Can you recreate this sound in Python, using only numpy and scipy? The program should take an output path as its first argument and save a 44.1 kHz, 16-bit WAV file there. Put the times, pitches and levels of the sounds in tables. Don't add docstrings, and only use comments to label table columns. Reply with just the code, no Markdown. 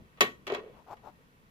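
import sys
import numpy as np
from scipy import signal
from scipy.fft import rfft, irfft, next_fast_len
from scipy.io import wavfile
from scipy.ndimage import uniform_filter1d, map_coordinates

SR = 44100
rng = np.random.default_rng(int(sys.argv[2]) if len(sys.argv) > 2 else 0)


def magnitude_from_level(level_db):
    exponent = np.asarray(level_db, float) / 20
    return 10 ** exponent


def master(y):
    cut = np.clip(np.atleast_2d(y).T, -1, 1)
    pcm = np.round(cut * 32767)
    wavfile.write(sys.argv[1], SR, pcm.astype(np.int16))


N = 66150

# (time [s], level [dB])
HUM_COLOUR = [(12, -31), (20, -4.5), (145, -2), (208, -2.5), (441, -15.5), (479, -15.5), (1000, -26.5),
              (1300, -48), (2200, -120)]
HUM_LEVEL = [(0, -52), (.04, -59), (.15, -63), (.45, -59.5), (1.099, -62), (1.5, -65.5)]
# (frequency [Hz], left-right likeness [-1 to 1])
HISS_COLOUR = [(600, -30), (950, -8), (1350, -6), (5000, -20), (9200, -24), (12500, -16), (15600, -16),
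               (16000, -50)]
HISS_ALIKE = [(60, 0.0024), (240, 0.51), (950, -1.3), (3770, 0.35), (15000, -1)]
HISS_DB = -68.5

# (time [s], steel level [dB], wood level [dB], hardness [Hz], freedom to ring [0-1])
CONTACTS = [(0.173, -51.5, -63, 5000, 0.47), (0.207, -9, -26.5, 15100, 0.95),
            (.221, -26.5, -23, 3020, 0.79), (.4682, -32.5, -40, 11130, 0.54),
            (0.4764, -31, -34, 8720, 0.62), (0.4998, -26.5, -26, 2830, 0.61),
            (.506, -67.5, -26, 3000, 0.44), (.5205, -33.5, -23.5, 6750, 0.56),
            (.539, -32.5, -30.5, 8730, .2), (0.5474, -24.5, -33, 4630, 0.55), (0.566, -47, -38, 8840, 0.8),
            (.583, -60, -45.5, 2950, 1), (.969, -50.5, -77.5, 4530, 0.52)]
# (frequency [Hz], level [dB], t60 [s])
STEEL_MODES = [(1032, -5, .1), (1125, -2, .16), (1265, -6, .08), (1505, -6, .09), (1878, 1, .22),
               (2232, -3, .14), (2406, -9, .14), (2610, 0, .11), (2885, -7, .1), (3150, -7, .18),
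               (3345, -2, .09), (3988, -4, .1), (6200, -3, .08), (7150, -8, .09)]
WOOD_MODES = [(135.7, -15.5, .2), (235.9, -18.5, 0.28), (274.2, -15.5, 0.15), (347.4, -19.5, 0.31),
              (403.6, 7, 0.069), (431.7, -9, 0.1), (456, -6, .08), (600.5, -6.5, 0.073), (714, -7, 0.057),
              (877, -17.5, 0.065)]
# (frequency [Hz], density [dB per Hz])
CLANG_COLOUR = [(100, -38.5), (200, -10.5), (400, -13), (1100, -11), (3000, -9), (6400, -17),
                (12000, -17.5), (16000, -30.5)]
# (frequency [Hz], t60 [s])
CLANG_T60 = [(200, 0.33), (1000, 0.17), (3000, 0.18), (6000, 0.063), (12000, 0.11)]
# (frequency [Hz], left-right likeness [-1 to 1])
CLANG_ALIKE = [(150, 1), (500, 1), (1200, -0.033), (4000, -0.039), (8000, .2)]
# (frequency [Hz], left minus right [dB])
CLANG_PAN = [(200, 2.5), (1300, -2), (2400, 1), (5000, -3.5), (9000, -5), (13000, -1.5)]
CLANG_DB, STEEL_MODES_DB, CRACK_DB = -9.5, -12, 2.5
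CRACK_T60_S, CLANG_ATTACK_S, MODE_ATTACK_S = 0.0086, 0.00039, 0.0021
TWIN_HZ, TWIN_DB = -15, -9.5
MODE_SCATTER_DB = 1.5
STEEL_LAG_S, WOOD_LAG_S, WOOD_PAN_DB = 0.00023, 0.0001, 3
LIGHT_STEEL_HZ, LIGHT_WOOD_HZ = 830, 567

# (start [s], length [s], level [dB])
SLIDES = [(.173, 0.03, -62), (0.466, 0.15, -44.5), (0.577, 0.17, -67), (.72, 0.095, -71.5),
          (.968, .04, -74.5)]
# (frequency [Hz], density [dB per Hz])
SLIDE_COLOUR = [(150, -28.5), (400, 0), (700, -8.5), (1200, -12.5), (2800, -16.5), (6000, -34),
                (12500, -53), (16000, -54)]
SING_DB, SING_WIDE_HZ = 11, 90
SLIPS_PER_S = 1100

# (frequency [Hz], t60 [s])
ROOM_T60 = [(200, 0.35), (2000, 0.21), (10000, .25)]
ROOM_DB = -15.5

# (start [s], length [s], level [dB])
DRAGS = [
    (.56, 0.085, -47),
    (.63, 0.084, -48),
]
# (frequency [Hz], density [dB per Hz])
DRAG_COLOUR = [(200, -30), (400, -3.5), (440, 4.5), (560, -3.5), (750, -17), (1100, -27), (3000, -39),
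               (6000, -78.5)]

# (start [s], rise [s], fall [s], level [dB], left minus right [dB])
RUBS = [
    (0.719, 0.064, 0.061, -59.5, 13),
    (.86, 0.0757, 0.0125, -43, 6),
    (1.018, 0.061, 0.038, -49, 11),
    (1.19, 0.025, .03, -74, 4.5),
]
# (frequency [Hz], density [dB per Hz])
RUB_COLOUR = [(200, -15), (600, -5.5), (840, 0.5), (1300, -11.5), (1800, -25), (6000, -36.5), (15400, -42),
              (16000, -73)]
RUB_START_DB = -11

NOTCH_HZ, NOTCH_WIDE_HZ, NOTCH_DEPTH = 9045, 2050, 0.9
TOP_HZ = 16300


def unit(x):
    return x / np.sqrt(np.mean(x ** 2) + 1e-20)


def along(points, hz):
    f, value = np.transpose(points)
    return np.interp(np.log(hz + 1), np.log(f + 1), value)


def filtered(x, response):
    m = next_fast_len(x.shape[-1] + 8192)
    return irfft(rfft(x, m) * response(np.fft.rfftfreq(m, 1 / SR)), m)[..., :x.shape[-1]]


def pair(x, colour, alike, pan=((1000, 0),)):
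    def mid_side(hz):
        angle = np.arccos(np.clip(along(alike, hz), -1, 1)) / 2
        return magnitude_from_level(along(colour, hz)) * np.array([np.cos(angle), np.sin(angle)])

    mid, side = filtered(x, mid_side)
    stereo = np.array([mid + side, mid - side])
    return unit(filtered(stereo, lambda hz: magnitude_from_level(along(pan, hz) * [[.5], [-.5]])))


def noise_pair(length, *looks):
    return pair(rng.standard_normal((2, length)), *looks)


def dying(x, t60s):
    hz, t, z = signal.stft(x, SR, nperseg=128)
    fade = magnitude_from_level(-60 * t / along(t60s, hz)[:, None])
    return signal.istft(z * fade, SR, nperseg=128)[1][..., :x.shape[-1]]


def grains(colour, alike):
    slips = (rng.random(N) < SLIPS_PER_S / SR).astype(float)
    strength = 1.2 + uniform_filter1d(slips, size=21) * 21
    return pair(rng.standard_normal((2, N)) * strength, colour, alike)


def strokes(rows, rise_s):
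    t, level = np.arange(N) / SR, np.zeros(N)
    for start, length, db in rows:
        caught = start + rise_s
        corners = [start, caught, caught + .5 * length, caught + length]
        level += magnitude_from_level(db) * np.interp(t, corners, [0.024, 0.62, 0.85, 0.019])
    return level


def floor():
    t = np.arange(N) / SR
    sway_db = 1.8 * map_coordinates(rng.standard_normal(30), [t * 12])
    hum_db = np.interp(t, *np.transpose(HUM_LEVEL)) + sway_db
    hum = magnitude_from_level(hum_db) * noise_pair(N, HUM_COLOUR, [(60, 0.92), (500, .4)], [(100, 1.6)])
    return hum + magnitude_from_level(HISS_DB) * noise_pair(N, HISS_COLOUR, HISS_ALIKE)


def ring(modes, t, lag_s, pan):
    hz, db, t60 = np.transpose(modes)[..., None]
    sign = (-1) ** np.arange(len(modes))[:, None]
    strike_db = db + MODE_SCATTER_DB * rng.standard_normal(hz.shape)
    body = sign * magnitude_from_level(strike_db - 60 * t / t60) * (1 - np.exp(-t / MODE_ATTACK_S))
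    ports = []
    for side in (.5, -.5):
        wave = np.sin(2 * np.pi * hz * (t - side * lag_s))
        ports.append((body * magnitude_from_level(side * along(pan, hz)) * wave).sum(0))
    return np.array(ports)


def steel_hit(t, hard_hz, free):
    modes = [(hz + twin * TWIN_HZ, db + twin * TWIN_DB, t60 * free)
             for twin in (0, 1) for hz, db, t60 in STEEL_MODES]
    looks = CLANG_COLOUR, CLANG_ALIKE, CLANG_PAN
    damped = [(hz, t60 * free) for hz, t60 in CLANG_T60]
    clang = magnitude_from_level(CLANG_DB) * dying(noise_pair(len(t), *looks), damped)
    crack = magnitude_from_level(CRACK_DB - 60 * t / CRACK_T60_S) * noise_pair(len(t), *looks)
    steel = (clang + crack) * (1 - np.exp(-t / CLANG_ATTACK_S))
    steel += magnitude_from_level(STEEL_MODES_DB) * ring(modes, t, STEEL_LAG_S, CLANG_PAN)
    cut_hz = LIGHT_STEEL_HZ * (1 - free) + 60
    return filtered(steel, lambda hz: (1j * hz / (cut_hz + 1j * hz) / (1 + 1j * hz / hard_hz)) ** 2)


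def wood_knock(t, free):
    cut_hz = LIGHT_WOOD_HZ * (1 - free) + 20
    knock = ring(WOOD_MODES, t, WOOD_LAG_S, [(400, WOOD_PAN_DB)])
    return filtered(knock, lambda hz: (1j * hz / (cut_hz + 1j * hz)) ** 2)


def bolt():
    out, t = np.zeros((2, N + SR)), np.arange(SR // 2) / SR
    for start, steel_db, wood_db, hard_hz, free in CONTACTS:
        hit = magnitude_from_level(steel_db) * steel_hit(t, hard_hz, free) + magnitude_from_level(wood_db) * wood_knock(t, free)
        out[:, round(start * SR):][:, :len(t)] += hit
    return out[:, :N]


def slide():
    def sing(hz):
        response = 1
        for mode_hz, db, _ in STEEL_MODES:
            band = 1j * hz * SING_WIDE_HZ
            response = response + magnitude_from_level(SING_DB + db) * band / (mode_hz ** 2 - hz ** 2 + band)
        return response

    return filtered(strokes(SLIDES, 0.00313) * grains(SLIDE_COLOUR, CLANG_ALIKE), sing)


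def room(x):
    tail = dying(rng.standard_normal((2, SR // 2)), ROOM_T60)
    late = np.pad(x, ((0, 0), (300, 0)))
    return signal.fftconvolve(late, tail / np.linalg.norm(tail[0]), axes=1)[:, :N]


def drag():
    return strokes(DRAGS, 0.019) * grains(DRAG_COLOUR, [(400, .9)])


def fingers():
    t, level = np.arange(N) / SR, np.zeros((2, N))
    for start, rise, fall, db, pan_db in RUBS:
        corners = [start, start + 0.014, start + rise, start + rise + fall]
        swell = np.interp(t, corners, [0, magnitude_from_level(RUB_START_DB), 1, 0])
        level += magnitude_from_level(db + pan_db * np.array([[.5], [-.5]])) * swell
    return level * grains(RUB_COLOUR, [(200, 0.99), (1000, 0.9), (5000, 0.32)])


def port_dip(hz):
    band = 1j * hz * NOTCH_WIDE_HZ
    return (1 - NOTCH_DEPTH * band / (NOTCH_HZ ** 2 - hz ** 2 + band)) ** 2


def scene():
    near = bolt() + slide() + drag() + fingers()
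    return floor() + filtered(near + magnitude_from_level(ROOM_DB) * room(near), port_dip)


def roll_off(x):
    return signal.sosfilt(signal.butter(12, 16830, fs=SR, output="sos"), x)


def record(dry):
    mix = filtered(dry, lambda hz: hz < TOP_HZ)
    return roll_off(mix)


dry = scene()
out = record(dry)
master(out)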